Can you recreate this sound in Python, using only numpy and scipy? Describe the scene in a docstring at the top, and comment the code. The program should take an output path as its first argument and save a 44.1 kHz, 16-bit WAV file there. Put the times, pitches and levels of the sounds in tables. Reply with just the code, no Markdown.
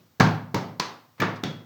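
"""A small, hard-walled kitchen, one microphone within earshot of a laid table.
Hands slap the table five times; twice the fingers land before the palm. Each contact is a few
milliseconds of skin crack and a push that makes the top boom. Crockery rings faintly, a hand
grazes the top, and the room answers for half a second over a quiet hiss."""
import sys
import numpy as np
from scipy import signal
from scipy.fft import rfft, irfft, next_fast_len
from scipy.io import wavfile

SR = 44100
rng = np.random.default_rng(int(sys.argv[2]) if len(sys.argv) > 2 else 0)


def master_out(mix):
    """Clip the mix to full scale and print it as 16-bit PCM to the path in sys.argv[1]."""
    frames = np.transpose(np.atleast_2d(mix))
    ceiling = np.clip(frames, -1, 1)
    pcm = np.round(ceiling * 32767).astype(np.int16)
    wavfile.write(sys.argv[1], SR, pcm)


N = 72765
T = np.arange(N) / SR
FFT_SIZE = next_fast_len(2 * N)
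BIN_HZ = np.maximum(np.arange(FFT_SIZE // 2 + 1) * SR / FFT_SIZE, 1)

# Reverberation time of the kitchen: frequency_hz, t60_s
ROOM_DECAY = [(100, 0.55), (210, 0.47), (560, .55), (1470, 0.46), (3880, 0.41), (7000, 0.33), (14000, 0.66)]


def undb(db):
    """Decibels to gain."""
    return 10 ** (np.asarray(db) / 20)


def read(points, hz):
    """Value of a (frequency_hz, value) table on a log-frequency axis."""
    frequencies, values = np.array(points, float).T
    return np.interp(np.log(hz), np.log(frequencies), values)


def per_half_octave(points):
    """Gain in dB that gives white noise the half-octave levels of a table."""
    return read(points, BIN_HZ) + 10 * np.log10(SR / np.log(2) / np.maximum(BIN_HZ, points[0][0]))


def fade(t60):
    """Exponential decay of 60 dB in t60 seconds."""
    return np.exp(-np.log(1000) * T / t60)


def delay(x, seconds):
    """The sound x, starting later."""
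    return np.concatenate([np.zeros(int(seconds * SR)), x])[:N]


def shape(x, db):
    """Causal filter with a gain in dB at each of BIN_HZ."""
    cepstrum = irfft(np.log(undb(db)), FFT_SIZE)
    cepstrum[1:FFT_SIZE // 2] *= 2  # fold to minimum phase
    cepstrum[FFT_SIZE // 2 + 1:] = 0
    return irfft(rfft(x, FFT_SIZE) * np.exp(rfft(cepstrum)), FFT_SIZE)[:N]


def noise(low_hz, high_hz):
    """Noise between two soft edges, with rms 1."""
    band = signal.butter(2, [low_hz, high_hz], "band", fs=SR, output="sos")
    x = signal.sosfilt(band, rng.standard_normal(N))
    return x / x.std()


def ring(x, modes):
    """The signal x through an object's decaying modes."""
    response = sum(undb(db) * np.cos(2 * np.pi * hz * T) * fade(t60) for hz, db, t60 in modes)
    return signal.fftconvolve(x, response)[:N]


def reverberation(db):
    """Diffuse noise with the spectrum db, each band dying at the room's own rate."""
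    spectrum = rfft(rng.standard_normal(FFT_SIZE)) * undb(db)
    tail = np.zeros(N)
    for centre_hz, t60 in ROOM_DECAY:
        band = read([(hz, hz == centre_hz) for hz, _ in ROOM_DECAY], BIN_HZ)
        tail += irfft(spectrum * band, FFT_SIZE)[:N] * fade(t60)
    return tail


def room_tone():
    """Quiet hiss, a thin electrical whine and a faint reverberation dying away at the start."""
    # Noise floor and dying tail: frequency_hz, half_octave_level_db
    hiss_levels = [(40, -100.5), (70, -81.5), (115, -71.5), (400, -82), (1200, -76), (2500, -80),
                   (5500, -75), (10000, -83.5), (16000, -73)]
    tail_levels = [(70, -77), (110, -64.5), (190, -60.5), (400, -64.5), (900, -76), (3000, -72),
                   (6000, -73.5), (10000, -105.5)]
    hiss = shape(rng.standard_normal(N), per_half_octave(hiss_levels))
    whine = undb(-72) * np.sin(2 * np.pi * 15000 * T)
    return hiss + reverberation(per_half_octave(tail_levels)) + whine


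def ticks():
    """Faint bright ticks among the things on the table."""
    # Light contacts: start_s, level_db
    touches = [(0.12, -78), (1.358, -49.5)]
    return sum(undb(db) * delay(noise(3400, 5600) * fade(t60=0.099), start_s) for start_s, db in touches)


def table_boom():
    """The soft push of a hand sets the table top ringing."""
    # The top with its load: pitch_hz, relative_db, t60_s
    top_modes = [(108.3, -3.5, 0.77), (142.4, -10, 0.68), (159.6, 0, 0.52), (184.1, 2.5, 0.32),
                 (204.8, -6, 0.5), (246, -10.5, 0.95), (282, -22.5, 0.56), (318.7, -9.5, 0.36),
                 (423.7, -10, 0.44), (706, -10, 0.43), (797, -13.5, 0.2), (1040, -17.5, 0.23),
                 (1210, -15.5, 0.5), (1290, -13, .28)]
    push_ms, gain_db = 0.97, -14.5
    push = np.sin(np.pi * np.minimum(T * 1000 / push_ms, 1)) ** 2
    return undb(gain_db) * ring(push / push.sum(), top_modes)


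def hand_spectrum(colour):
    """The colour of one contact in dB, falling away in the deep bass and above the crack."""
    # Bands of a contact's colour: frequency_hz
    bands_hz = [160, 350, 600, 1000, 1800, 2900, 4500, 14500]
    # Edges, against the 4.5 kHz and 160 Hz bands respectively: frequency_hz, relative_db
    treble_edge = [(6300, -1), (8000, -13), (10000, -20)]
    bass_edge = [(40, -25), (75, -34.5), (110, -9.5)]
    points = list(zip(bands_hz, colour))
    points += [(hz, colour[-2] + db) for hz, db in treble_edge]
    points += [(hz, colour[0] + db) for hz, db in bass_edge]
    return per_half_octave(sorted(points)) - 1.5


def ripple(depth_db=1.5, spacing_hz=70, full_above_hz=1000):
    """Chance peaks and dips in a contact's mids and treble, in dB."""
    chance = rng.standard_normal(1024)
    bumps = np.interp(BIN_HZ / spacing_hz, np.arange(len(chance)), chance)
    return depth_db * bumps * np.minimum(BIN_HZ / full_above_hz, 1)


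def resonances(peaks, relative_width=0.053):
    """Clear peaks of the hand and the spot it hits, in dB."""
    return sum(db / (1 + ((BIN_HZ / hz - 1) / relative_width) ** 2) for hz, db in peaks)


def skin_crack(length_ms, db, grain=0.59):
    """A short, grainy burst as skin meets the top and air is squeezed out."""
    age = T * 1000 / length_ms
    envelope = np.minimum(age / 0.13, 1) * np.exp(-age ** 2 + grain * rng.standard_normal(N))
    phase = np.angle(rfft(rng.standard_normal(N) * envelope, FFT_SIZE))
    whitened = irfft(np.exp(1j * phase), FFT_SIZE)[:N]
    burst = whitened * np.exp(-(age / 2) ** 2)
    return shape(burst / np.sqrt(np.sum(burst ** 2)), db)


def reflections(db, lag_s=0.0022, build_s=0.0015):
    """The near walls' dense answer reaches the microphone just behind the direct sound."""
    # Tone of the room against the direct sound: frequency_hz, relative_db
    room_colour = [(100, 6), (400, 1.5), (1500, 2), (5000, -2), (14000, -11)]
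    # A longer tail spreads the same energy more thinly.
    spread_db = 10 * np.log10(2 * np.log(1000) / (SR * read(ROOM_DECAY, BIN_HZ)))
    tail = reverberation(db + read(room_colour, BIN_HZ) + spread_db)
    return delay(tail * (1 - np.exp(-T / build_s)), lag_s)


def slaps():
    """Each contact gives a crack, its reflections and a boom of the table."""
    # Fingers and palms landing: start_s, length_ms, push_db, room_db,
    # peaks as (pitch_hz, boost_db), colour_db for each band of hand_spectrum
    contacts = [ (.1992, 6.4, -17, 6, [(1650, 21.5), (4250, 8.5)],
                [-5.5, -14, -3.5, -10, -6.5, -8, -6, -12.5]), (.2060, 6.4, -3.5, 2.5, [(780, 9), (1620, 5),
                (2200, 11.5), (4150, 1.5)], [11.5, 0.5, -0.5, 8.5, 1.5, -7, -7.5, -31]),
                (0.5446, 4.1, -14, 4, [(930, 13.5), (2130, 10.5)],
                [-2.5, -7, -5, -6.5, -10.5, -14, -10.5, -15.5]), (0.7973, 5, -29.5, 1.5, [(990, 11),
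                (2550, 4), (4300, 11), (5250, 5.5)], [-17, -10.5, -11.5, -3.5, -7.5, -10, -4.5, -17.5]),
                (1.2002, 11, -21.5, 3, [(1750, 19), (2320, 17.5)],
                [-7.5, -20.5, -21, -13, -14, -14.5, -14, -15]), (1.2160, 12.3, -12.5, 6.5, [(1180, 10),
                (1750, 5), (3600, 9.5)], [-11.5, -8, -8, -3, -4.5, -11, -15, -74]),
                (1.436, 4.6, -20.5, 2.5, [(1350, 12.5), (3550, 12)],
                [-4, -8, -12.5, -15.5, -13, -13.5, -12, -21]), ]
    push_lead_s = 0.00204  # the flesh loads the top just before it cracks
    room_peak_share = 0.4  # reflections come from all sides, so the peaks stand out less
    out, boom = np.zeros(N), table_boom()
    for start_s, length_ms, push_db, room_db, peaks, colour in contacts:
        spectrum_db = hand_spectrum(colour) + ripple()
        peaks_db = resonances(peaks)
        crack = skin_crack(length_ms, spectrum_db + peaks_db)
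        room = reflections(spectrum_db + room_db + room_peak_share * peaks_db)
        out += delay(crack + room, start_s)
        out += undb(push_db) * delay(boom, start_s - push_lead_s)
    return out


def dishes():
    """Jolted crockery rings faintly, its ring diffused by the room."""
    # Dishes and glasses: pitch_hz, relative_db, t60_s
    crockery_modes = [(3360, -8.5, .3), (3340, 1.5, 0.42), (3600, -6, 0.2), (3840, -6, 0.21),
                      (3930, -5.5, 0.16), (4350, -10, 0.13), (4370, -17, .3), (5500, -5, 0.1)]
    # Jolts through the table: start_s, gain_db
    jolts = [(0.798, -49), (1.44, -41.5)]
    out = np.zeros(N)
    for start_s, db in jolts:
        scatter = rng.standard_normal(N) * fade(t60=0.15)
        scatter /= np.sqrt(np.sum(scatter ** 2))
        out += undb(db) * delay(ring(scatter, crockery_modes), start_s)
    return out


def hand_brush():
    """A brief dull swish of skin on the top."""
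    # A grazing hand: start_s, length_s, level_db
    grazes = [(1.18, 0.055, -52.5)]
    return sum(undb(db) * delay(noise(220, 1940) * (T < length_s), start_s)
               for start_s, length_s, db in grazes)


def scene():
    """The table and the room at one microphone."""
    return (slaps() + dishes() + hand_brush() + ticks() + room_tone())[None]


def record(dry):
    """The recorder cuts the deep bass, clips at full scale and cuts the top."""
    low_cut = signal.butter(4, 66, "high", fs=SR, output="sos")
    high_cut = signal.ellip(8, 0.2, 70, 17300, fs=SR, output="sos")
    clipped = np.clip(signal.sosfilt(low_cut, dry), -1, 1)
    return signal.sosfilt(high_cut, clipped)


dry = scene()
out = record(dry)
master_out(out)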